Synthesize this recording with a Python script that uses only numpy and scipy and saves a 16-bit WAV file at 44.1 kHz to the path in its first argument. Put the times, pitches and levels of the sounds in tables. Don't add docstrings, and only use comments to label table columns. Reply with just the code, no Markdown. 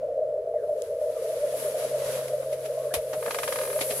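import sys
import numpy as np
from scipy import signal
from scipy.fft import rfft, irfft
from scipy.io import wavfile
from scipy.ndimage import uniform_filter1d

SR = 44100
rng = np.random.default_rng(int(sys.argv[2]) if len(sys.argv) > 2 else 0)


def to_wav(sig):
    pcm = np.clip(np.atleast_2d(sig), -1, 1) * 32767
    pcm = np.round(pcm).astype(np.int16)
    wavfile.write(sys.argv[1], SR, pcm.T)


N = 176400

# frequency in Hz, gain in dB.
FRICTION_SPECTRUM = [(800, -12.5), (2200, 4.5), (7500, -4), (15500, -18)]


def undb(db):
    return 10 ** (np.asarray(db) / 20)


def unit(x):
    return x / np.sqrt(np.mean(x ** 2))


def times():
    return np.arange(N) / SR


def freqs():
    return np.maximum(np.arange(N // 2 + 1) * SR / N, 1)


def curve(points):
    return np.interp(times(), *np.array(points).T)


def colour(x, points):
    hz, db = np.array(points).T
    gain = undb(np.interp(np.log(freqs()), np.log(hz), db))
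    return unit(irfft(rfft(x) * gain, N))


def noise(wide_hz=1270):
    mid, side = rfft(rng.standard_normal((2, N)))
    width = 1 / np.hypot(1, (wide_hz / freqs()) ** 2)
    return irfft((mid + width * side * np.array([[1], [-1]])) / np.hypot(1, width), N)


def walk(rate):
    hold = max(int(SR / rate), 1)
    steps = np.repeat(rng.standard_normal(N // hold + 1), hold)
    return unit(uniform_filter1d(steps, hold)[:N])


def burst(at, rise, fall):
    age = times() - at
    return np.exp(-np.minimum(np.where(age < 0, -age / rise, age / fall), 20))


def tone(hz, db):
    return np.sqrt(2) * undb(db) * np.sin(2 * np.pi * np.cumsum(hz) / SR)


def resonance(hz, width):
    return 1 / (1 + 1j * (freqs() / hz - hz / freqs()) * hz / width)


def forest_echo(x, wet_db, side_db, t60_s=1):
    decay = undb(-60 * np.arange(SR) / SR / t60_s)
    tails = [unit(rng.standard_normal(SR) * decay) / np.sqrt(SR) for _ in range(2)]
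    mid, side = (signal.fftconvolve(x, tail)[:N] for tail in tails)
    return x + undb(wet_db) * mid + undb(side_db) * side * np.array([[1], [-1]])


def chorus(note_s=0.0484, arch=0.115, scatter_db=1, left_db=0.3):
    # pitch in Hz, spread in Hz, notes per second, base level in dB.
    registers = [(489.7, 32, 75, -35), (603.5, 31.14, 65, -34)]
    # time in seconds, gain in dB.
    fade = [(0, 1.7), (1.5, 0.7), (4, -0.63)]
    out = 0
    for hz, spread, rate, db in registers:
        voices, count = np.zeros(N + SR), int(rate * N / SR)
        for k, (jitter, detune, size, length, slope) in enumerate(rng.standard_normal((count, 5))):
            n = int(note_s * SR * np.exp(0.32 * length))
            u = np.linspace(-1, 1, n)
            pitch = (hz + spread * detune) * (1 + arch * (.15 - u ** 2 + .5 * slope * u))
            note = np.hanning(n) * np.sin(2 * np.pi * np.cumsum(pitch) / SR)
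            start = int((k + jitter) / count * N) % N
            voices[start:start + n] += undb(scatter_db * size) * note
        voices[:SR] += voices[N:]
        out += undb(db) * unit(forest_echo(voices[:N], wet_db=0.5, side_db=-24.5))
    return out * undb(curve(fade)) * undb([[left_db], [-left_db]])


def air(level_db=-56):
    # frequency in Hz, gain in dB.
    spectrum = [(20, -14), (90, 2.5), (200, -11), (330, -2), (1500, -15), (2500, -23.5), (11000, -32.5),
                (15500, -38)]
    return undb(level_db) * colour(noise(), spectrum)


def hum(hz=133.7):
    # time in seconds, level in dB.
    levels = [(0, -63), (1.05, -66), (2.0, -48), (2.9, -53.5), (3.3, -58), (3.8, -53)]
    return tone(hz * (1 + 0.0045 * walk(8)), curve(levels) + walk(15))


def coos(hz=598, level_db=-24, half_s=0.033, sag_hz_per_s=700, waver_hz=18, flutter_db=1.8):
    # middle in seconds, strength in dB relative to level_db.
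    notes = [(0.036, -3.5), (.19, -5.5), (.233, -0.5), (.321, -5.5), (.376, -4), (.485, -7), (.56, -3),
             (.64, -5.5), (.715, 0), (.768, -6), (1.033, 0), (1.105, -9.5), (1.34, -6), (1.442, 1),
             (1.545, -2.5), (1.673, -4), (1.758, -3), (1.841, -4.5), (1.954, -2.5), (2.029, -3.5),
             (2.11, -4.5), (2.185, -6), (2.344, -.5), (2.525, -2), (2.7, -5), (2.793, -6), (2.867, -3.5),
             (3.258, -6.5), (3.605, -6.5), (3.762, -2.5)]
    out = np.zeros(N)
    for at, db in notes:
        age, flutter = times() - at, walk(130)
        half = half_s * undb(0.51 * db)
        swell = np.cos(np.pi / 2 * np.clip(age / half, -1, 1))
        pitch = hz - sag_hz_per_s * age + waver_hz * flutter
        out += swell * tone(pitch, db + level_db + flutter_db * flutter)
    return forest_echo(out, wet_db=-16, side_db=-19)


def whistles(roughness=0.072):
    # middle in seconds, half length in seconds, pitch in Hz, relative glide per second,
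    # level in dB.
    calls = [(.612, .06, 1588, -4, -62), (1.182, 0.027, 1220, -2, -55), (2.435, 0.021, 1237, -4.5, -56),
             (2.83, 0.083, 1100, 1, -53.5), (2.918, 0.011, 1700, 4.5, -46)]
    out = 0
    for at, half, hz, glide, db in calls:
        age = np.clip(times() - at, -.5, .5)
        pitch = hz * np.exp(glide * age) * (1 + roughness * walk(400))
        out += np.exp(-(age / half) ** 2) * tone(pitch, db)
    return forest_echo(out, wet_db=-11, side_db=-9)


def sizzle():
    # centre in Hz, bandwidth in Hz, gain in dB.
    ports = [(10420, 1060, 0), (11600, 1170, -0.5)]
    # frequency in Hz, gain in dB.
    tilt = [(2000, 10.5), (10000, 3), (15500, -7)]
    peaks = np.array([undb(db) * resonance(hz, width) for hz, width, db in ports])
    return colour(irfft(rfft(noise()) * peaks, N), tilt)


def slide(hiss_gain_db=4.5, sizzle_gain_db=1.5, flicker_db=0.74, grain=0.093):
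    # middle in seconds, half length in seconds, hiss and sizzle in dB before their gains.
    strokes = [(0.7, 0.16, -69, -64.5), (0.85, 0.08, -59, -56), (1.44, 0.4, -52, -48),
               (1.634, 0.11, -48.5, -39.5), (1.818, 0.12, -46.5, -43.5), (2.1, 0.18, -45, -42.5),
               (2.544, 1, -55.5, -50.5), (3.492, 0.33, -47.5, -38), (3.985, 0.34, -48, -33.5)]
    # frequency in Hz, gain in dB.
    spectrum = [(30, -14.5), (100, 3.5), (1200, 8), (2800, 3), (8000, 0.5), (15500, -24)]
    hiss_power, sizzle_power = undb(-78.5) ** 2, undb(-74.5) ** 2
    for at, half, hiss_db, sizzle_db in strokes:
        swell = np.exp(-np.minimum(((times() - at) / half) ** 2, 20))
        hiss_power += (undb(hiss_db) * swell) ** 2
        sizzle_power += (undb(sizzle_db) * swell) ** 2
    grains = colour(noise() * np.exp(grain * walk(1500)), spectrum)
    hiss = undb(hiss_gain_db) * np.sqrt(hiss_power) * grains
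    treble = undb(sizzle_gain_db) * np.sqrt(sizzle_power) * sizzle()
    return (hiss + treble) * undb(flicker_db * walk(39.86))


def ticks(hz=5000, fall_s=0.00064):
    # time in seconds, peak level in dB.
    impulses = [(.821, -28), (2.942, -24)]
    snap = unit(irfft(rfft(noise()) * resonance(hz, width=6200) ** 2, N))
    return snap * sum(undb(db) * burst(at, fall_s / 2, fall_s) for at, db in impulses)


def scuffs():
    # peak time, rise and fall in seconds, then dull, middle and bright levels in dB.
    catches = [(2.283, 0.0014, 0.0038, -53, -39, -40), (2.43, 0.0022, 0.0046, -37, -75, -61),
               (2.532, 0.0094, 0.014, -49, -42.5, -46), (2.662, 0.017, 0.011, -45, -43.5, -45.5),
               (2.94, 0.0012, 0.018, -30.5, -26.5, -24.5), (3.134, 0.0027, 0.013, -30.5, -38, -59),
               (3.281, 0.0025, 0.0074, -27.5, -49, -60), (3.812, 0.0034, 0.016, -32, -26.5, -32.5),
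               (3.91, 0.0054, 0.014, -41, -31, -39)]
    # frequency in Hz, gain in dB.
    dull_spectrum = [(130, -20), (600, 10), (1800, -1.5), (2800, -15), (6000, -35)]
    bands = colour(noise(), dull_spectrum), colour(noise(), FRICTION_SPECTRUM), sizzle()
    out = 0
    for at, rise, fall, *levels in catches:
        out += burst(at, rise, fall) * sum(undb(db) * band for db, band in zip(levels, bands))
    return out


def thumps(rise_cycles=0.27, fall_cycles=1.05, sag_s=0.045):
    # peak time in seconds, starting pitch in Hz, peak level in dB.
    bumps = [(2.431, 280, -41), (2.972, 89.5, -33), (3.178, 167.6, -40), (3.28, 250, -42),
             (3.813, 304.7, -29.5), (3.91, 264.6, -36)]
    out = 0
    for at, hz, db in bumps:
        pitch = hz * np.exp(-np.clip((times() - at) / sag_s, 0, 1))
        envelope = undb(db) * burst(at, rise_cycles / hz, fall_cycles / hz)
        out += envelope * np.sin(2 * np.pi * np.cumsum(pitch) / SR)
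    return out


def creak(knock_db=-27.5, ring_db=-41.5, spray_db=-39):
    # time in seconds, relative strength in dB.
    slips = [(3.228, -5.5), (3.263, -1), (3.310, 2.5), (3.347, 2), (3.388, 2.5), (3.434, 2.5), (3.479, 2.5),
             (3.525, 2), (3.56, 0.5), (3.589, 0), (3.615, -2.5), (3.636, -5.5), (3.654, -6), (3.676, -6.5),
             (3.703, -5), (3.731, -5), (3.763, -7.5), (3.791, -4.5)]
    # frequency in Hz, level in dB relative to ring_db.
    body = [(916, 8.5), (1056, 0), (1241, 6.5), (1660, 7), (1850, 2.5), (2086, -3), (2402, -2.5)]
    # frequency in Hz, gain in dB.
    spectrum = [(550, -18), (850, -1.5), (1700, -0.5), (3000, -14), (15000, -32)]
    rise_s, fall_s, spray_fall_s, body_t60_s = 0.0018, 0.0022, 0.015, 0.049
    alike = 0.93
    origin = 0.5
    rasp, age = colour(noise(), spectrum), times() - origin
    modes = sum(undb(db) * np.sin(2 * np.pi * (hz * age + rng.random() + .5 * rng.random((2, 1))))
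                for hz, db in body)
    ring = undb(ring_db) * modes * burst(origin, rise_s, body_t60_s / np.log(1000))
    knock = undb(knock_db) * np.sqrt(alike) * rasp * burst(origin, rise_s, fall_s)
    train = sum(undb(db) * np.roll(knock + ring, int((at - origin) * SR), axis=1) for at, db in slips)
    pulses = sum(undb(db + knock_db) * burst(at, rise_s, fall_s) for at, db in slips)
    variation = np.sqrt(1 - alike) * pulses * rasp
    spray = sum(undb(2.15 * db) * burst(at, rise_s, spray_fall_s) for at, db in slips)
    return train + variation + undb(spray_db) * spray * colour(noise(), FRICTION_SPECTRUM)


def scene():
    grouse = chorus() + coos()
    friction = slide() + creak() + scuffs() + ticks() + thumps()
    return grouse + friction + air() + hum() + whistles()


def record(dry, cutoff_hz=15750):
    return signal.sosfilt(signal.ellip(10, .2, 80, cutoff_hz, fs=SR, output="sos"), dry)


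dry = scene()
out = record(dry)
to_wav(out)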